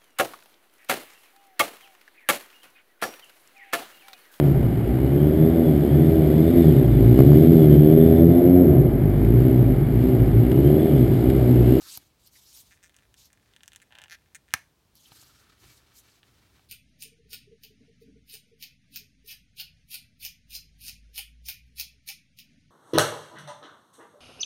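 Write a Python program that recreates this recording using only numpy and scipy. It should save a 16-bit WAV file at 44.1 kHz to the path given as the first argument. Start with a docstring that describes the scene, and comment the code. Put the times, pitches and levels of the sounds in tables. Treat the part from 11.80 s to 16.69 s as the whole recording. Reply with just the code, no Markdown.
"""Paper slides over a table, made of hiss shaped into strokes, with soft hand bumps ringing table and sheet.
A plastic highlighter is then gripped close to the microphone: as its tight cap is worked loose, it ticks,
creaks and judders, each small slip ringing the plastic. The cap comes off with one sharp snap, a single blow.
Hands then brush across the table and turn a notepad: filtered noise for skin and paper, and one late tick.
Steady noise and short echoes of a small quiet room lie around it all."""
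import sys
import numpy as np
from scipy import signal
from scipy.fft import rfft, irfft
from scipy.io import wavfile

SR = 44100
rng = np.random.default_rng(int(sys.argv[2]) if len(sys.argv) > 2 else 0)


def unload_audio(sound):
    """Save the sound as a 16-bit wav file, at the path given as the first command line argument."""
    columns = np.transpose(np.atleast_2d(sound))
    # keep every value between -1 and 1, then stretch to whole-number steps
    steps = np.round(np.clip(columns, -1, 1) * 32767)
    wavfile.write(sys.argv[1], SR, steps.astype(np.int16))


N = 215560
TIME = np.arange(N) / SR  # s

# Levels are relative: the functions add the balance between the parts.
# Each resonance filter is used twice, so its "width" is that of a single pass.

# the moment the cap comes off
SNAP_S = 2.7383
# ring of the freed cap and barrel: f/Hz, width/Hz, level/dB
CAP_RING = [(980, 240, -9), (1140, 130, -6), (1330, 180, -9), (1670, 240, -3), (1770, 130, 0),
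            (1965, 110, -7), (2160, 200, -4), (2360, 180, -11), (2710, 280, -9), (3830, 300, -16),
            (4400, 350, -15), (5600, 700, -14), (6100, 600, -14)]
# sharp crack of the snap: f/Hz, width/Hz, level/dB
CRACK = [(1690, 1580, -1.5), (4170, 200, -4.5), (5900, 1200, -6.5), (9730, 2000, -8), (11660, 1400, -10.5),
         (15100, 1100, -17.5)]
# the hands jerk apart as the cap lets go: f/Hz, width/Hz, level/dB
RECOIL = [(84, 55, 0), (121, 90, -4.5), (270, 63, -8.5)]
# colour of the snap's echoes from things nearby: f/Hz, level/dB
SPLASH = [(200, -19), (700, 4), (1800, 6), (3200, -1.5), (6000, -3), (9000, -7), (16000, -15)]

# runs of slips: t/s, length/s, first rate/Hz, last rate/Hz, peak level/dB,
# place of the peak (0-1), extra rim level/dB, rim pitch ratio
CREAKS = [(0.91, 0.036, 229.7, 103, -50.5, 0.33, -8, 0.95),
          (1.029, 0.055, 208.5, 133.6, -50.5, 0.2, 0, 0.95),
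          (2.018, 0.018, 230.5, 159, -49, 0.17, -2.5, 1.16),
          (2.2982, .057, 88.5, 354, -38, 0.4, -1.5, 0.67), (2.5479, 0.019, 216, 421, -39, 0.14, 2, 1.04)]
CREAK_FADE_DB = 17  # slips weaken on both sides of the peak: dB over the length of a run
CREAK_DULLING_DB = 1.5  # quick slips load the rim less and sound duller: dB per doubling of the rate
# the twisted cap judders, slowing down
JUDDER_S, JUDDER_LENGTH_S, JUDDER_FIRST_HZ, JUDDER_LAST_HZ = 2.1072, 0.156, 123, 70.4
# single slips of the cap on the barrel: t/s, level/dB, extra rim level/dB
TICKS = [(1.0952, -52.5, -4), (1.144, -54, -4), (1.1654, -54.5, 7), (1.188, -53, -5), (1.3419, -49, -2),
         (1.5304, -61, 11), (1.7368, -51.5, -10), (1.7636, -44, -6), (1.807, -49, -16), (1.8338, -42, -3),
         (1.8594, -58, 4), (1.879, -41.5, 3.5), (1.9193, -46.5, -7), (1.933, -45, -3), (1.9494, -49.5, -7),
         (1.9607, -41.5, 2.5), (2.001, -52, -7), (2.1237, -45.5, -12), (2.1532, -40.5, -11),
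         (2.1865, -39, -7), (2.2177, -41.5, -4.5), (2.2387, -39.5, -4.5), (2.2823, -49, -10),
         (2.7071, -50.5, -9.5), (4.431, -48, -18)]
# fingers squeeze the plastic: t/s, length/s, level of the weakest tiny slips/dB
SQUEEZES = [(0.961, 0.15, -66), (1.12, .14, -66.5), (1.481, .27, -65.5), (1.75, .27, -67.5),
            (2.017, 0.11, -75), (2.36, .18, -71.5), (2.68, .055, -64.5)]
# resonances of the highlighter, before any detuning: f/Hz, width/Hz, level/dB
SHELL = [(1700, 650, 8), (2430, 230, -9.5), (2950, 1300, 9.5)]
GRIPPED_SHELL = [(1790, 690, 2), (2250, 1500, 1), (3230, 930, -11.5)]
TWISTED_SHELL = [(850, 620, 1.5), (1600, 450, 5.5), (2770, 690, 3)]
RIM = [(4300, 610, -4), (6500, 1700, 2.5), (7620, 5700, 7.5), (12900, 6800, -4)]
GRIPPED_RIM = [(4600, 960, -7.5), (6690, 1500, 0), (8150, 3500, 0.5), (13500, 10000, -10)]
HOLLOW_BARREL = [(850, 650, 0)]

# paper sliding at a steadily changing speed: t/s, length/s, first level/dB, last level/dB, extra treble level/dB
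STROKES = [(0.026, 0.13, -52.5, -42, -4), (0.222, 0.057, -71, -68, -3), (0.403, 0.072, -69.5, -58.5, -3),
           (0.533, 0.062, -62.5, -56.5, -1), (0.637, 0.091, -61.5, -60.5, -1.5),
           (0.752, 0.052, -57.5, -51.5, 1.5), (0.846, 0.11, -66, -69, -5), (1.389, 0.085, -55, -64, -7),
           (3.166, 0.12, -65.5, -62, -1), (3.324, 0.11, -63.5, -58.5, -1.5),
           (3.47, 0.15, -64.5, -66.5, -5.5), (3.802, 0.18, -69.5, -64, -1),
           (4.159, 0.041, -62.5, -61.5, 1.5), (4.228, .14, -72.5, -69.5, -5.5)]
# colour of the paper hiss: f/Hz, level/dB
PAPER = [(200, -51), (600, -29), (900, -10), (1400, -16.5), (2400, -6.5), (3300, 0.5), (4400, 5),
         (6500, 2.5), (8000, -1), (11000, -8), (14000, -5), (16000, -22)]
# fingertips dragging on paper: t/s, length/s, f/Hz, level/dB
DRAGS = [(0.565, 0.022, 2060, -62), (1.39, 0.027, 3900, -55.5), (3.178, 0.032, 4140, -61),
         (3.273, 0.045, 3200, -59), (3.318, 0.017, 4100, -56), (3.45, 0.12, 4650, -65)]
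# skin rubbing over pad and barrel: t/s, length/s, rub level/dB, level of the hand's rumbling weight/dB
RUBS = [(.01, 0.21, -70.5, -78), (0.24, 0.71, -82.5, -76.5), (1.195, 0.234, -87, -70.5),
        (1.625, 0.11, -79, -77), (3.282, 0.6, -71, -70.5), (3.843, 0.076, -66.5, -64),
        (3.935, 0.46, -71, -75), (4.444, 0.407, -73, -68.5)]
# colour of rubbing skin: f/Hz, level/dB
SKIN = [(40, -14.5), (120, -0.5), (280, 6.5), (600, -5), (1400, 0), (2400, 0), (4200, -0.5), (7000, -8),
        (15000, -17)]
# a hand slides on the bare table top: t/s, length/s, level/dB
SLIDES = [(.01, 0.078, -66), (3.326, 0.43, -75.5), (3.805, 1.0, -90)]
# resonances of the table top: f/Hz, width/Hz, level/dB
TABLE_TOP = [(1318, 460, -8.5), (1560, 660, -14)]
# the table under a moving hand: f/Hz, level/dB
RUMBLE = [(30, -22), (58, 3.5), (85, -5.5), (115, 2.5), (160, -15), (400, -33.5)]
# every slide gets going and dies away alike
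ATTACK_S, RELEASE_S = 0.028, 0.013
# soft bumps of hand and paper on the table: t/s, thud level/dB, paper flick level/dB
BUMPS = [(0.017, -52.5, -55), (.173, -46.5, -31.5), (.462, -76, -60), (.473, -76, -49.5),
         (3.153, -79, -52.5), (3.318, -50, -59), (3.425, -58, -66), (3.853, -67, -62), (4.793, -61.5, -79)]
# low thud of the bumped table: f/Hz, width/Hz, level/dB
TABLE_THUD = [(76, 72, -3), (118, 110, 0), (287, 31, -4.5)]
# soft pat on the sheet: f/Hz, width/Hz, level/dB
PAT = [(430, 290, -25), (800, 740, 12), (1230, 390, 10), (2360, 1700, 10), (3800, 1800, -18)]
# flick of the edge of a sheet: f/Hz, width/Hz, level/dB
FLICK = [(4560, 3400, -4.5), (11400, 7000, -6.5)]

# colour of the reflections: f/Hz, level/dB
ROOM = [(80, -7.5), (400, -3.5), (1200, -5), (2050, 0.5), (3100, -3), (6000, -4), (10000, -5.5),
        (16000, -4.5)]
# colour of the steady room noise: f/Hz, level per Hz/dB
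AIR = [(25, -24.5), (40, -3.5), (55, 1.5), (115, -2.5), (200, -7), (500, -14), (1000, -16.5), (2000, -22),
       (4000, -21), (7500, -26.5), (16000, -28.5)]
AIR_DB = -67.5  # overall level of the room noise
TOP_HZ = 16300  # upper end of the sound


def snap(crack_db=-12, ring_db=-20, recoil_db=-30, lag=0.67, passes=5):
    """The cap jumps its retaining bead: a crack, the ring of the freed cap and barrel, and the recoil of the hands."""
    jump = blows([SNAP_S], [0])
    plastic = undb(crack_db) * ring(jump, CRACK) + undb(ring_db) * ring(jump, CAP_RING)
    for _ in range(passes):  # bending waves: the highs outrun the lows
        plastic = signal.lfilter([-lag, 1], [1, -lag], plastic)
    return plastic + undb(recoil_db) * ring(jump, RECOIL)


def splash(db=-31, t60_s=0.2):
    """The snap spreads to all sides and comes back evenly mixed as early echoes."""
    jump = blows([SNAP_S], [0])
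    echoes = signal.fftconvolve(jump, burst(0.003, t60_s))[:N]
    return undb(db) * np.sqrt(SR / 1000) * colour(echoes, SPLASH)


def creaks(shell_db=-1, hollow_db=-18, scatter_db=1.8):
    """Stick and slip: the cap lets go again and again, at a rate that follows the pull; the grip tunes the rim."""
    out = 0
    for start, length, first_hz, last_hz, peak_db, peak_at, rim_db, pitch in CREAKS:
        s = slips(length, first_hz, last_hz)
        fade_db = CREAK_FADE_DB * np.abs(s / length - peak_at)
        db = peak_db - fade_db + scatter_db * rng.standard_normal(SR)[:len(s)]
        speed_up = np.interp(s, [0, length], [1, last_hz / first_hz])
        dull_db = CREAK_DULLING_DB * np.log2(speed_up)
        out = out + strike(start + s, db + shell_db, GRIPPED_SHELL, detune=0.022)
        out = out + strike(start + s, db + hollow_db, HOLLOW_BARREL, detune=0.1)
        out = out + strike(start + s, db + rim_db - dull_db, GRIPPED_RIM, pitch, detune=0.07)
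    return out


def judder(peak_db=-47, fade_db=9, peak_at=0.76, scatter_db=2):
    """The twisted cap moves in dull, slowing steps that swell and ease off."""
    s = slips(JUDDER_LENGTH_S, JUDDER_FIRST_HZ, JUDDER_LAST_HZ)
    from_peak = np.abs(s / JUDDER_LENGTH_S - peak_at)
    db = peak_db - fade_db * from_peak + scatter_db * rng.standard_normal(SR)[:len(s)]
    return strike(JUDDER_S + s, db, TWISTED_SHELL, detune=0.065)


def ticks(shell_db=-1, rim_db=-1, hollow_db=-15):
    """Each slip of the cap rings the shell, the stiff rim and the hollow barrel."""
    s, db, extra_rim_db = np.transpose(TICKS)
    shell = strike(s, db + shell_db, SHELL, detune=0.13)
    rim = strike(s, db + extra_rim_db + rim_db, RIM, detune=0.12)
    hollow = strike(s, db + hollow_db, HOLLOW_BARREL, detune=0.17)
    return shell + rim + hollow


def grip(spread_db=4, rim_db=-7, count=12):
    """Each squeeze makes tiny slips at random moments, ringing the shell and the rim."""
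    push = 0
    for start, length, db in SQUEEZES:
        when, size = rng.random((count, 2)).T
        times = start + length * (np.arange(count) + when) / count  # one in each equal share of the squeeze
        stronger_db = spread_db * np.minimum(-np.log(size), 2)
        push = push + blows(times, db + stronger_db)
    return ring(push, GRIPPED_SHELL) + undb(rim_db) * ring(push, RIM)


def paper(hiss_db=-1):
    """Sheets slide in strokes, each with its own speed and brightness."""
    friction = fibres(grain_db=2, flutter_db=1.87)
    hiss = colour(shifting(friction, patchy_db=3, rate=40), PAPER)
    body = undb(hiss_db) * band(hiss, 330, 8000) / np.std(band(hiss, 3400, 9100))
    treble = unit(band(hiss, 9500, 18000))
    out = 0
    for s, length, first_db, last_db, treble_db in STROKES:
        out = out + movement(s, length, first_db, last_db) * (body + undb(treble_db) * treble)
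    return out


def drags(trim_db=-1, width=0.26):
    """A dragging fingertip makes the sheet sing briefly around one pitch."""
    friction = fibres(grain_db=5, flutter_db=8)
    out = 0
    for s, length, hz, db in DRAGS:
        swell = np.exp(-(2 * (TIME - s) / length) ** 2)
        out = out + undb(db + trim_db) * swell * unit(ring(friction, [(hz, width * hz, 0)]))
    return out


def hands():
    """Skin rubs over pad and barrel; the table top hums under a sliding hand and rumbles under its weight."""
    rub = sum(movement(s, length, db, db) for s, length, db, _ in RUBS)
    weight = sum(movement(s, length, db, db) for s, length, _, db in RUBS)
    slide = sum(movement(s, length, db, db) for s, length, db in SLIDES)
    friction = fibres(grain_db=2.5, flutter_db=2.5)
    skin = colour(friction, SKIN)
    skin = skin / np.std(band(skin, 700, 2730))
    hum = unit(ring(friction, TABLE_TOP))
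    rumble = unit(colour(rng.standard_normal(N), RUMBLE))
    return rub * skin + slide * hum + weight * rumble


def bumps(thud_db=4, pat_db=6.5, flick_db=2):
    """Soft contacts push for a few milliseconds: the table thuds and the sheet flicks."""
    s, thud, flick = np.transpose(BUMPS)
    thuds = ring(blows(s, thud + thud_db), TABLE_THUD)
    sheet = ring(blows(s, thud + pat_db), PAT) + ring(blows(s, flick + flick_db), FLICK)
    return thuds + signal.fftconvolve(sheet, burst(0.00098, 0.01))[:N]


def table(x, near_db, mirror_db, mirror_s=0.0051):
    """The table top mirrors a sound, and the hands and things on it scatter it."""
    mirrored = undb(mirror_db) * np.interp(TIME - mirror_s, TIME, x, left=0)
    scattered = undb(near_db) * signal.fftconvolve(x, burst(0.0023, 0.035))[:N]
    return x + colour(mirrored + scattered, ROOM)


def walls(x, tail_db=-19):
    """The small room adds a short tail of echoes."""
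    tail = signal.fftconvolve(x, burst(0.008, 0.25))[:N]
    return x + undb(tail_db) * colour(tail, ROOM)


def air():
    """Quiet, steady room noise with a low rumble: random noise given a fixed colour."""
    return undb(AIR_DB) * unit(colour(rng.standard_normal(N), AIR))


def slips(length, first_hz, last_hz):
    """Times of stick and slip at a gliding rate."""
    times = [0.0]
    while times[-1] < length:
        rate = np.interp(times[-1], [0, length], [first_hz, last_hz])
        times.append(times[-1] + 1 / rate)
    return np.array(times[:-1])


def strike(times, db, modes, pitch=1, detune=0):
    """Separate slips; the fingers load the plastic a little differently each time, which shifts its pitch."""
    out = np.zeros(N + SR)
    chances = rng.uniform(-0.8, 1, SR)  # more than enough: one is used for each slip
    for s, gain, chance in zip(times, undb(db), chances):
        click = gain * response(modes, pitch * np.exp(detune * chance))
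        i = int(s * SR)
        out[i:i + len(click)] += click
    return out[:N]


def response(modes, pitch=1):
    """A blow on steep resonances, with the energy of a millisecond at full scale."""
    blow = signal.unit_impulse(SR // 10) + 1e-18  # the tiny offset avoids slow, vanishingly small numbers
    out = 0
    for hz, width, db in modes:
        b, a = signal.iirpeak(min(hz * pitch, SR / 2 - 1), hz / width, SR)
        once = signal.lfilter(b, a, blow)
        out = out + undb(db) * signal.lfilter(b, a, once)
    return out * np.sqrt(SR / 1000 / np.sum(out ** 2))


def ring(x, modes):
    """Drive resonances with a force."""
    return signal.fftconvolve(x, response(modes))[:N]


def blows(times, db):
    """One impulse for each contact."""
    return np.bincount((np.asarray(times) * SR).astype(int), undb(db), N)[:N]


def burst(rise_s, t60_s):
    """Dense random contacts or echoes that swell and die away, with unit energy."""
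    t = TIME[:SR // 2]
    swell = 1 - np.exp(-(t / rise_s) ** 2)
    decay = np.exp(-np.log(1000) * t / t60_s)  # down 60 dB after t60_s
    x = rng.standard_normal(len(t)) * swell * decay
    return x / np.sqrt(np.sum(x ** 2))


def fibres(grain_db, flutter_db):
    """Friction: countless tiny catches of uneven size under a wavering pressure."""
    catches = rng.standard_normal(N)
    uneven_db = grain_db * walk(2500) + flutter_db * walk(70)
    return unit(catches * undb(uneven_db))


def shifting(x, patchy_db, rate, count=14):
    """Neighbouring bands swell and sink on their own as the contact wanders."""
    spectrum = rfft(x)
    bins = np.fft.rfftfreq(N, 1 / SR) + 1
    place = np.interp(np.log(bins), np.log([1500, 16000]), [0, count - 1])
    out = 0
    for k in range(count):
        share = np.maximum(1 - np.abs(place - k), 0)  # overlapping triangles
        out = out + irfft(spectrum * share, N) * undb(patchy_db * walk(rate))
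    return unit(out)


def movement(start, length, first_db, last_db):
    """Gain of one slide: a quick rise that is complete at the start, a steady change of level, a short run-out."""
    since = TIME - start
    attack = np.clip(1 + since / ATTACK_S, 0, 1)
    release = np.exp(-np.maximum(since - length, 0) / RELEASE_S)
    return attack * release * undb(np.interp(since, [0, length], [first_db, last_db]))


def walk(rate):
    """Random points, `rate` per second, joined by straight lines; the spread is near 1."""
    points = rng.standard_normal(N)
    return np.interp(TIME * rate, np.arange(N), points)


def colour(x, spectrum):
    """Make some pitches louder than others, following (Hz, dB) points."""
    hz, db = np.transpose(spectrum)
    bins = np.maximum(np.fft.rfftfreq(len(x), 1 / SR), 1)
    gain = undb(np.interp(np.log(bins), np.log(hz), db))
    return irfft(rfft(x) * gain, len(x))


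def band(x, lo_hz, hi_hz):
    """Keep one band."""
    sos = signal.butter(3, [lo_hz, min(hi_hz, SR / 2 - 1)], "band", fs=SR, output="sos")
    return signal.sosfilt(sos, x)


def unit(x):
    """Scale to a spread (standard deviation) of 1."""
    return x / np.std(x)


def undb(db):
    """Decibels to gain."""
    return 10 ** (np.asarray(db) / 20)


def scene():
    """Everything happens just above the table, close to one microphone; the closed hands scatter the creaking most."""
    rustle = table(paper() + drags() + hands() + bumps(), near_db=-10, mirror_db=-16.5)
    loosening = table(grip() + ticks() + judder() + creaks(), near_db=-3.5, mirror_db=-15.5)
    pop = table(snap(), near_db=-8, mirror_db=-20) + splash()
    return (walls(rustle + loosening + pop) + air())[None]  # one channel


def record(dry):
    """A steep filter cuts the very highest treble."""
    sos = signal.ellip(10, 0.2, 80, TOP_HZ, fs=SR, output="sos")
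    return signal.sosfilt(sos, dry)


dry = scene()
out = record(dry)
unload_audio(out)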